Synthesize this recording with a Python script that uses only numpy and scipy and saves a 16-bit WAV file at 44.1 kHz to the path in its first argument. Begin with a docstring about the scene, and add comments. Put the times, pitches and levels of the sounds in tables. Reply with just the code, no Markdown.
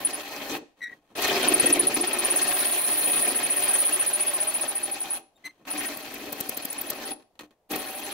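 """Outdoors, about a metre from a car: a cordless drill runs a hole saw into its steel wing in four runs.
Random tooth forces excite the panel's modes as boom and rasp, and chips hiss above them.
Once a turn the cup rubs in its groove, driving two close modes near 10 kHz into a beating squeal.
The speed sags as the saw binds; burrs snap and zing as they catch a tooth, most of all in the third run.
Between runs the stopped saw creaks by stick and slip, knocks and scrapes, over faint outdoor noise."""
import sys
import numpy as np
from scipy import signal
from scipy.fft import rfft, irfft, next_fast_len
from scipy.io import wavfile
from scipy.ndimage import map_coordinates

SR = 44100
rng = np.random.default_rng(int(sys.argv[2]) if len(sys.argv) > 2 else 0)


def to_wav(s):
    """Save 16-bit WAV."""
    ch = np.atleast_2d(s).T  # columns
    pcm = np.round(np.clip(ch, -1, 1) * 32767)  # PCM
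    wavfile.write(sys.argv[1], SR, pcm.astype(np.int16))


N = 358533
T = np.arange(N) / SR
SIZE = next_fast_len(N + SR)
FREQS = np.arange(SIZE // 2 + 1) * SR / SIZE
TOP_HZ = 15700


# how hard the saw is fed: [t/s, rasp level/dB, panel boom relative to rasp/dB], before the trims in cutting
FEED_ROWS = [(0, -36.5, -5), (.3, -40, -7), (.55, -34.5, 0), (1.15, -36, -2.5), (1.24, -25.5, -10),
             (1.62, -28, -1), (1.9, -33, -0.5), (2.35, -29.5, -10.5), (2.8, -33, -11), (3.28, -31, -5.5),
             (3.46, -34.5, -6.5), (3.65, -30.5, -11.5), (4.05, -34.5, -12.5), (4.55, -35, -10.5),
             (4.85, -39.5, -7.5), (5.179, -41, -9.5), (5.68, -37, -11), (5.85, -33.5, -7.5),
             (5.96, -42, -7.5), (6.28, -40, 1), (6.55, -40.5, -6.5), (7.12, -39.5, -1.5),
             (7.74, -31.5, 0.5), (7.84, -39, -4.5)]
# broad radiated spectra of boom, rasp and chip hiss: [f/Hz, relative level/dB]
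BOOM_SPECTRUM = [(25, -24.5), (110, -19.5), (195, -15), (240, -3), (340, -2), (430, -0.5), (560, -6),
                 (900, -32), (4000, -80.5)]
RASP_SPECTRUM = [(250, -18.5), (470, -15), (560, 5), (800, 2.5), (980, -2), (1350, -1.5), (1900, -0.5),
                 (2550, 1.5), (3000, -2), (4200, -2.5), (5200, -5.5), (6300, -11.5), (7200, -9.5),
                 (16000, -32)]
HISS_SPECTRUM = [(3000, -49), (8300, -11.5), (9300, -7), (11600, -0.5), (12800, -2), (16000, -2)]
# a longer rub sheds more fine chips: base level, rise for a rub of a whole turn, dB per dB of feed
CHIPS_DB, CHIPS_RISE_DB, CHIPS_GROWTH = -14.5, 13, 0.87
# after release the rasp dies fast, the boom of the panel more slowly
RASP_FALL_DB_PER_S, BOOM_FALL_DB_PER_S = 719, 237


def cutting(modes, turns, wobble_db=0.5, flutter_db=2.2, band_swell_db=2.5, boom_db=-2.5, rasp_db=0.04):
    """Forced vibration: tooth forces make the panel boom, ring and rasp and the chips hiss."""
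    times, level_db, boom_above_db = np.transpose(FEED_ROWS)
    feed_db = np.interp(T, times, level_db) + grabs()
    share = curve([(at, part) for at, _, part in LEAN_ROWS])
    rasp_gate, boom_gate = trigger(RASP_FALL_DB_PER_S), trigger(BOOM_FALL_DB_PER_S)

    # the teeth unload just after the cup has rubbed, less so when it rubs all the way round
    once_a_turn_db = -wobble_db * (2.5 - share) * np.cos(2 * np.pi * turns)
    swing = unit(undb(once_a_turn_db + flutter_db * np.tanh(walk(50))))
    force = teeth(turns, rate=1500, scatter_db=2.0, scrape_db=1.0, bite=0.22) * swing

    chips = teeth(turns, rate=7000, scatter_db=2.0, scrape_db=0, bite=.2)
    chips = chips * unit(undb(2.0 * walk(60))) * undb(CHIPS_DB + CHIPS_RISE_DB * share)
    hiss = radiate(chips * undb(CHIPS_GROWTH * feed_db) * rasp_gate, HISS_SPECTRUM)

    boom_level_db = feed_db + np.interp(T, times, boom_above_db) + boom_db
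    boom = radiate(force * boom_gate * undb(boom_level_db), BOOM_SPECTRUM, modes)
    boom = boom + shifting_rings(force[1]) * boom_gate * undb(feed_db)

    rasp = radiate(force * rasp_gate * undb(feed_db + rasp_db), RASP_SPECTRUM, modes)
    rasp = flex(swelling_bands(rasp, band_swell_db), shift_s=0.0008, rate=7.2)
    return bodywork(boom, t60=0.32, wet_db=-11) + bodywork(rasp, t60=0.38, wet_db=-14.0) + hiss


def teeth(turns, rate, scatter_db, scrape_db, bite, count=24):
    """Random impulsive excitation: chips snap off over a steady scrape, most strongly as each tooth bites."""
    strength = undb(scatter_db * np.minimum(rng.exponential(size=N), 4))
    snaps = (rng.random(N) < rate / SR) * strength
    signed_snaps = unit(snaps * rng.choice([-1, 1], (2, N)))
    force = signed_snaps + undb(scrape_db) * rng.standard_normal((2, N))
    tooth_phase = 2 * np.pi * count * turns + walk(34)
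    return unit(force * (1 + bite * np.cos(tooth_phase)))


# the teeth grab hard for a moment: [t/s, extra force level/dB]
GRAB_ROWS = [(1.525, 4.6), (1.637, 1.9), (1.707, 5.8), (1.768, 2.6), (1.97, 6.5), (5.755, 3.2)]
GRAB_S = 0.019


def grabs():
    """Transient loading: extra force (dB) while the teeth grab and jolt the panel."""
    extra_db = np.zeros(N)
    for s, db in GRAB_ROWS:
        i, u = arch(s - GRAB_S / 2, GRAB_S)
        extra_db[i] += db * np.sin(np.pi * u)
    return extra_db


# speed of the saw, sagging as it binds: [t/s, rotation rate/turns per s]
SPEED_ROWS = [(.55, 11.8), (1.15, 14), (1.28, 20.6), (1.87, 12.96), (2.12, 17.23), (2.52, 17.2),
              (2.95, 14.55), (3.23, 18.05), (3.36, 12.03), (3.75, 19.47), (3.89, 13.09), (4.01, 14.86),
              (4.66, 14.43), (5.12, 9.47), (5.17, 5), (5.72, 13.58), (6.22, 10.61), (6.33, 11.8),
              (6.67, 12.81), (7.07, 9.76), (7.7, 12.1)]
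# each pull of the trigger: [start t/s, release t/s, time for the teeth to bite/s, moment of one rub t/s]
RUN_ROWS = [(0, 0.567, 0.0037, 0.058), (1.15, 5.178, .005, 1.544), (5.655, 7.12, 0.025, 5.716),
            (7.687, 8.2, 0.026, 8.4)]


def spindle():
    """Rotation as integrated speed: turns made in each run; the cup rubs at every whole number."""
    turned = np.cumsum(curve(SPEED_ROWS)) / SR
    turns = np.zeros(N)
    for start, _, _, rub in RUN_ROWS:
        turns = np.where(T >= start, turned - np.interp(rub, T, turned), turns)
    return turns


def trigger(fall_db_per_s):
    """Onset and exponential decay: the gain rises as the teeth bite, holds, and dies away on release."""
    gain = np.zeros(N)
    for start, stop, bite, _ in RUN_ROWS:
        rise = np.clip((T - start) / bite, 0, 1) ** 2
        gain += rise * undb(-fall_db_per_s * np.maximum(T - stop, 0))
    return gain


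# steel panel and the cavity behind it, peaks and a few dips: [f/Hz, level above the broad response/dB]
PANEL_ROWS = [(240, 5), (301, 7.5), (474, -4), (660, -2), (1086, 7), (1275, 4.5), (1400, -4.5), (1570, 2),
              (1845, 7.5), (2535, 7), (3200, 6), (4230, 5.5), (6130, 9.5)]
# ring time of the first mode listed, and the power of frequency by which it shortens
PANEL_T60_S, PANEL_DAMPING = 0.18, 0.73


def panel_modes():
    """Modal superposition: a direct path plus damped resonances, the higher ones ringing shorter."""
    gain = 1
    for hz, db in PANEL_ROWS:
        t60 = PANEL_T60_S * (hz / PANEL_ROWS[0][0]) ** -PANEL_DAMPING
        detuning = (FREQS - hz) * 2 * np.pi * t60 / np.log(1000)
        gain = gain + (undb(db) - 1) / (1 + 1j * detuning)
    return gain


# resonances that shift as the saw is leaned on and the disc comes free:
# [t/s, f/Hz, level relative to the rasp/dB]
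LOW_RING_ROWS = [(.5, 286, -13.5), (1.2, 384.5, -8), (1.6, 366.5, -3.5), (2.0, 357, -8), (2.6, 378.7, -14),
                 (4.5, 369, -15), (5.85, 293, -11), (7.8, 290, -16.5)]
MIDDLE_RING_ROWS = [(.5, 608, -14), (3.7, 589, -16.5), (4.55, 614, -5), (4.95, 607, -19), (7.0, 612, -11.5)]
HIGH_RING_ROWS = [(.5, 798, -11), (1.3, 707, -12), (3.651, 740, -14.5), (3.95, 788, -17), (5.1, 793, -5),
                  (5.8, 756, -14.5), (7.0, 774, -7.5)]
RING_T60_S = 0.083


def shifting_rings(force, drift_hz=9, swell_db=1.0):
    """Time-varying resonance: the teeth keep three modes ringing; each drifts and swells on its own."""
    rings = np.zeros(N)
    for rows in (LOW_RING_ROWS, MIDDLE_RING_ROWS, HIGH_RING_ROWS):
        s, hz, db = np.transpose(rows)
        pitch = np.interp(T, s, hz) + drift_hz * walk(7.5)
        level = undb(np.interp(T, s, db) + swell_db * walk(1.8))
        rings += ring(force, pitch, RING_T60_S) * level
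    return filtered(rings, 1 / (1 + (FREQS / 1800) ** 4))


def ring(force, hz, t60):
    """Heterodyned one-pole resonator: a resonance whose pitch may move, scaled to rms 1."""
    spin = np.exp(2j * np.pi * np.cumsum(hz) / SR)
    pole = undb(-60 / (t60 * SR))
    return unit(np.real(spin * signal.lfilter([1], [1, -pole], force / spin)))


def flex(x, shift_s, rate):
    """Frequency modulation by varying delay: the panel bends under the saw, so its ringing wavers."""
    at = np.arange(N) + shift_s * SR * walk(rate)
    return np.array([map_coordinates(side, [at], order=3) for side in x])


def swelling_bands(x, spread_db, count=14):
    """Independent band modulation: bands of the rasp swell and fade at random, each on its own."""
    place = np.interp(np.log(FREQS + 1), np.log([500, 6000]), [0, count - 1])
    spectrum = rfft(x, SIZE)
    total = np.zeros((2, N))
    for k in range(count):
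        band = irfft(spectrum * np.maximum(0, 1 - np.abs(place - k)), SIZE)[:, :N]
        total += band * unit(undb(spread_db * walk(39)))
    return total


# how the cup leans on its groove: [t/s, squeal force level/dB, share of each turn that it rubs]
LEAN_ROWS = [(0.121, -18.5, 0.38), (.24, -69, 0.39), (1.39, -35, 0.27), (1.492, -13.5, 0.34),
             (1.871, -15, 0.31), (2.051, -23.5, 0.4), (2.35, -18.5, 0.56), (2.55, -23.5, 0.91),
             (3.2, -21.5, 0.98), (3.4, -23, 0.61), (3.8, -19, 0.92), (3.9, -19, 0.63), (4.6, -23.5, 0.6),
             (5.05, -25.5, 0.41), (5.86, -28.5, 0.53), (5.96, -41.5, 0.4), (6.22, -53.5, .35),
             (6.56, -37.5, 0.29), (6.78, -28, 0.33), (6.95, -45, 0.39), (7.72, -41, 0.39),
             (7.8, -36.5, 0.64)]
# the cup squeals again as the saw slows to a stop: [t/s, force level/dB]
LAST_SQUEAL_ROWS = [(5.147, -30.5), (7.065, -37.5), (7.119, -30)]
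# broad noise around the squeal: [f/Hz, relative level/dB]
SKIRT_SPECTRUM = [(7500, -43.5), (9400, -9.0), (10100, -9.5), (10800, -9), (16000, -43.5)]
# the squeal is lower the faster the saw turns: pitch at rest, drop per turn a second
CUP_HZ, CUP_DROP_HZ = 10513, 49.1


def squeals(turns,
            split_hz=400, chatter_db=0.5, skip_db=-14,  # for a rub of a whole turn; scaled by its share
            glide_hz=30, jitter_hz=60, rough_db=4.5, skirt_db=-18, level_db=-0.45,
            swell=0.3, grip=0.52, grip_delay=0.36, fade_db=3):  # shape of one rub
    """Friction-driven modes: each rub excites a close, beating pair, the lower where the rub is firmest."""
    times, lean_db, shares = np.transpose(LEAN_ROWS)
    speed, share_now = curve(SPEED_ROWS), np.interp(T, times, shares)
    lengths = share_now / speed
    rubs = []
    for start, stop, _, _ in RUN_ROWS:
        rubs += [(s, np.interp(s, times, lean_db)) for s in passes(turns, start, stop)]

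    lower, upper, bend = np.zeros((3, N))
    for s, db in rubs + list(LAST_SQUEAL_ROWS):
        length, share = np.interp(s, T, lengths), np.interp(s, times, shares)
        i, u = arch(s - .35 * length, length)
        # the rub grips quickly and lets go slowly; a long one holds its force but skips once past the middle
        skip = np.exp(-((u - .58) / 0.029) ** 2)
        shape = np.abs(np.sin(np.pi * u ** (grip + grip_delay * share))) ** (swell / share)
        rub = undb(db + skip_db * share * skip - fade_db * (u - .5)) * shape
        firm = np.exp(-((u - .35) / 0.25) ** 2)
        lower[i] += rub * np.sqrt(firm)
        upper[i] += rub * np.sqrt(1 - firm)
        bend[i] = u - .5

    hz = CUP_HZ - CUP_DROP_HZ * speed + glide_hz * bend
    # a light, brief rub hardly pulls the two modes apart
    split = split_hz * share_now
    # long rubs break up into chatter
    chatter = unit(undb(chatter_db * share_now * np.tanh(walk(90))))
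    tones = np.zeros((2, N))
    for drive, offset in ((lower, -split / 2), (upper, split / 2)):
        phase = 2 * np.pi * np.cumsum(hz + offset + jitter_hz * walk(255)) / SR
        drive = drive * chatter * unit(undb(rough_db * np.tanh(walk(460))))
        # phase and level wander at random between the two microphones
        lag, lean = 1.0 + 0.24 * walk(37), undb(0.65 * walk(25))
        tones += np.sqrt(2) * drive * np.array([np.sin(phase + lag) * lean, np.sin(phase - lag) / lean])
    skirt = filtered(rng.standard_normal((2, N)) * (lower + upper), colour(SKIRT_SPECTRUM))
    return bodywork(undb(level_db) * (tones + undb(skirt_db) * skirt), t60=0.26, wet_db=-16.0)


def passes(turns, start, stop):
    """Periodic contact: moments between start and stop at which a turn is completed."""
    times = T[1:][np.diff(np.floor(turns)) == 1]
    return times[(times > start) & (times < stop)]


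# a burr in the cut catches a tooth: [t/s, snap force level/dB, zing relative to the snap/dB]
BURR_ROWS = [(1.224, -22.5, -14), (1.282, -26.5, -10), (5.975, -32.5, -6), (6.145, -39, 2),
             (6.329, -29, -2), (6.409, -25, -3), (6.495, -26.5, -10), (6.576, -25, -1), (6.654, -25.5, -9),
             (6.73, -30.5, -3), (6.817, -31, 7), (6.905, -23, -3), (7.718, -31, -14), (7.762, -29, -1)]
# broad spectrum of the snap: [f/Hz, relative level/dB]
BURR_SPECTRUM = [(100, -9), (300, 5), (1500, -17.5), (8000, -5.5), (12500, 3.5), (15000, -4.5)]


def catches(start_hz=15800, fall_hz=2600, tear_share=0.61, length=.015):
    """Friction, then fracture: a tooth drags along a burr with a falling zing and a ragged snap."""
    tear, sing, hz = np.zeros(N), np.zeros(N), np.full(N, 1. * start_hz)
    for s, db, zing_db in BURR_ROWS:
        i, u = arch(s - tear_share * length, length)
        tear[i] += undb(db) * np.interp(u, [0, tear_share, 1], [0, 1, 0]) ** 1.3
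        sing[i] += undb(db + zing_db) * np.sin(np.pi * u) ** 2
        hz[i] -= fall_hz * u
    ragged = unit(undb(2.5 * walk(700)))
    zing = sing * np.sin(2 * np.pi * np.cumsum(hz + 350 * walk(820)) / SR)
    snap = radiate(tear * ragged * rng.standard_normal((2, N)), BURR_SPECTRUM)
    left_right = undb([[3.5], [-.5]])
    return bodywork((snap + zing * ragged) * left_right, t60=0.034, wet_db=-12.5)


# the stopped saw sticks and slips in the groove:
# [start t/s, length/s, level/dB, f/Hz, overtone slope/dB per octave, fall in pitch/Hz]
CREAK_ROWS = [(0.806, 0.066, -33, 1940, -13, 94), (0.857, 0.033, -40, 1914, -15, 40),
              (0.88, 0.036, -44, 1960, -24, 60), (0.913, 0.027, -42, 1920, -26, 0),
              (5.351, 0.032, -67, 3690, -5.5, 0), (5.437, 0.047, -36, 2035, -7.5, -5),
              (5.469, 0.054, -53, 2080, -11, 5)]


def creaks(jitter_hz=26, rough_db=3.0, scuff_db=-11, count=7):
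    """Stick-slip oscillation: regular slips give a short squeak with a stack of overtones."""
    squeaks, waver = np.zeros(N), jitter_hz * walk(400)
    orders = np.arange(1, count + 1)[:, None]
    for s, length, db, hz, slope_db, fall_hz in CREAK_ROWS:
        i, u = arch(s, length)
        phase = 2 * np.pi * np.cumsum(hz - fall_hz * (u - .5) + waver[i]) / SR
        # the overtones grow as the slip gathers force
        force = np.sin(np.pi * u)
        overtones = undb(slope_db * np.log2(orders)) * (orders * hz < TOP_HZ) * force ** np.log2(orders)
        squeaks[i] += undb(db) * force * unit(np.sum(overtones * np.sin(orders * phase), axis=0))
    # uneven slips spread a scuffing skirt around each overtone
    squeaks = squeaks * (unit(undb(rough_db * walk(150))) + undb(scuff_db) * walk(370))
    return bodywork(squeaks * undb([[1.5], [-1.5]]), t60=.12, wet_db=-13)


# the saw knocks or shifts against the panel: [t/s, force level/dB, 60 dB decay time/s, treble/dB]
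KNOCK_ROWS = [(1.103, -49, 0.2, -20), (5.597, -54, 0.39, -23), (5.652, -52, 0.11, 2),
              (7.197, -53, 0.13, -5), (7.224, -62.5, 0.026, 7), (7.354, -63, .09, 0),
              (7.392, -39, 0.054, 6), (7.408, -43.5, .13, -1.5), (7.433, -47, 0.14, -9),
              (7.508, -56.5, 0.13, -3)]
# the stopped teeth drag along the groove: [start t/s, strongest t/s, end t/s, force level/dB, treble/dB]
# an end before the strongest moment cuts the scrape off there; an end before the start leaves it silent
SCRAPE_ROWS = [(0.757, 0.857, 0.84, -52.5, 0), (0.854, 0.925, 1.005, -52, -5),
               (0.965, 1.125, 1.16, -63, -2.5), (5.248, 5.267, 5.07, -64, 0.5),
               (5.372, 5.378, 6.14, -64, -1.5), (5.437, 5.474, 5.49, -52, 7)]
# broad spectrum of these contacts: [f/Hz, relative level/dB]
KNOCK_SPECTRUM = [(60, -16), (300, 1), (1300, -7.5), (3300, -10), (4000, -11.5), (5000, -18),
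                  (15000, -21.5)]


def contacts(modes, soft_hz=900, ping_hz=4050, ping_db=-2, ping_t60=0.014):
    """Impact and sliding excitation: knocks die away, scrapes swell and fade, each with its own treble."""
    thud, bright, ping = np.zeros((3, N))
    for s, db, t60, treble_db in KNOCK_ROWS:
        i, u = arch(s, t60)
        thud[i] += undb(db - 60 * u)
        bright[i] += undb(db + treble_db - 60 * u)
        ping[i] += undb(db + treble_db - 60 * u * t60 / ping_t60)
    for start, strongest, end, db, treble_db in SCRAPE_ROWS:
        drag = undb(db) * np.interp(T, [start, strongest, end], [0, 1, 0]) ** 0.98
        thud += drag
        bright += drag * undb(treble_db)
    rattle = rng.standard_normal((2, N)) * undb(2.0 * walk(200))
    low_pass = 1 / (1 + (FREQS / soft_hz) ** 4)
    force = filtered(rattle * thud, low_pass) + filtered(rattle * bright, 1 - low_pass)
    # a hard contact also rings the cup briefly
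    cup = undb(ping_db) * ping * np.sin(2 * np.pi * ping_hz * T)
    return radiate(force, KNOCK_SPECTRUM, modes) + cup


# spectrum of the outdoor background: [f/Hz, relative level/dB]
AIR_SPECTRUM = [(25, -7), (300, -10), (700, -3.5), (1400, -21.5), (5000, -29), (16000, -31.5)]
AIR_DB = -71.5


def air():
    """Ambient noise: a faint outdoor background of shaped, slowly swelling random pressure."""
    return radiate(rng.standard_normal((2, N)) * undb(AIR_DB + 1.4 * walk(5.3)), AIR_SPECTRUM)


# how much the two microphones differ: [f/Hz, side minus mid level/dB] and [f/Hz, left minus right level/dB]
WIDTH_ROWS = [(60, -7.5), (200, -24.5), (600, -11.5), (1300, -4), (4400, -1.5), (8000, 0.5)]
BALANCE_ROWS = [(100, 0.75), (380, 0.58), (2400, 2.2), (8000, 0.2)]


def radiate(force, points, modes=1):
    """Mid-side radiation of two forces: the microphones share or differ by frequency."""
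    gain = colour(points) * modes
    width = response(WIDTH_ROWS)
    gain = gain / np.sqrt(np.mean(np.abs(gain) ** 2) * (1 + width ** 2))
    mid = rfft(force[0], SIZE) * gain
    side = rfft(force[1], SIZE) * gain * width
    lean = np.sqrt(response(BALANCE_ROWS))
    return irfft(np.array([(mid + side) * lean, (mid - side) / lean]), SIZE)[:, :N]


def bodywork(x, t60, wet_db):
    """Diffuse reflection: dense, decaying echoes off the car, different at each microphone."""
    t = T[:SR // 2]
    tails = rng.standard_normal((2, len(t))) * undb(-60 * t / t60)
    tails /= np.sqrt(np.sum(tails ** 2, axis=1, keepdims=True))
    return x + undb(wet_db) * filtered(x, rfft(tails, SIZE))


def undb(db):
    """Level to amplitude ratio: decibels to gain."""
    return 10 ** (np.asarray(db) / 20)


def unit(x):
    """Power normalisation: scale to rms 1."""
    return x / np.sqrt(np.mean(x ** 2))


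def curve(rows):
    """Linear interpolation: rows (t/s, value) joined by straight lines."""
    return np.interp(T, *np.transpose(rows))


def response(points):
    """Frequency response: gain at every frequency, interpolated in dB over log f."""
    hz, db = np.transpose(points)
    return undb(np.interp(np.log(FREQS + 1), np.log(hz), db))


def filtered(x, gain):
    """Linear filtering: multiply the spectrum by a frequency response."""
    return irfft(rfft(x, SIZE) * gain, SIZE)[..., :N]


def colour(points):
    """Minimum phase by folding the cepstrum: a causal response of unit power through the points."""
    cepstrum = irfft(np.log(unit(response(points))), SIZE)
    cepstrum[1:SIZE // 2] *= 2
    cepstrum[SIZE // 2 + 1:] = 0
    return np.exp(rfft(cepstrum))


def walk(rate):
    """Low-passed noise: smooth chance of rms 1 that changes about rate times a second."""
    return unit(filtered(rng.standard_normal(N), np.exp(-(FREQS / rate) ** 2)))


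def arch(start, length):
    """Event time base: sample indices of a short event and its progress from 0 to 1."""
    i = np.arange(max(int(start * SR), 0), min(int((start + length) * SR), N))
    return i, np.clip((i / SR - start) / length, 0, 1)


def scene():
    """Superposition: the saw on the panel, in open air."""
    modes, turns = panel_modes(), spindle()
    return cutting(modes, turns) + squeals(turns) + catches() + creaks() + contacts(modes) + air()


def record(dry):
    """Band limitation: a steep elliptic low-pass removes the top of the spectrum."""
    return signal.sosfilt(signal.ellip(10, .2, 70, TOP_HZ, fs=SR, output="sos"), dry)


dry = scene()
out = record(dry)
to_wav(out)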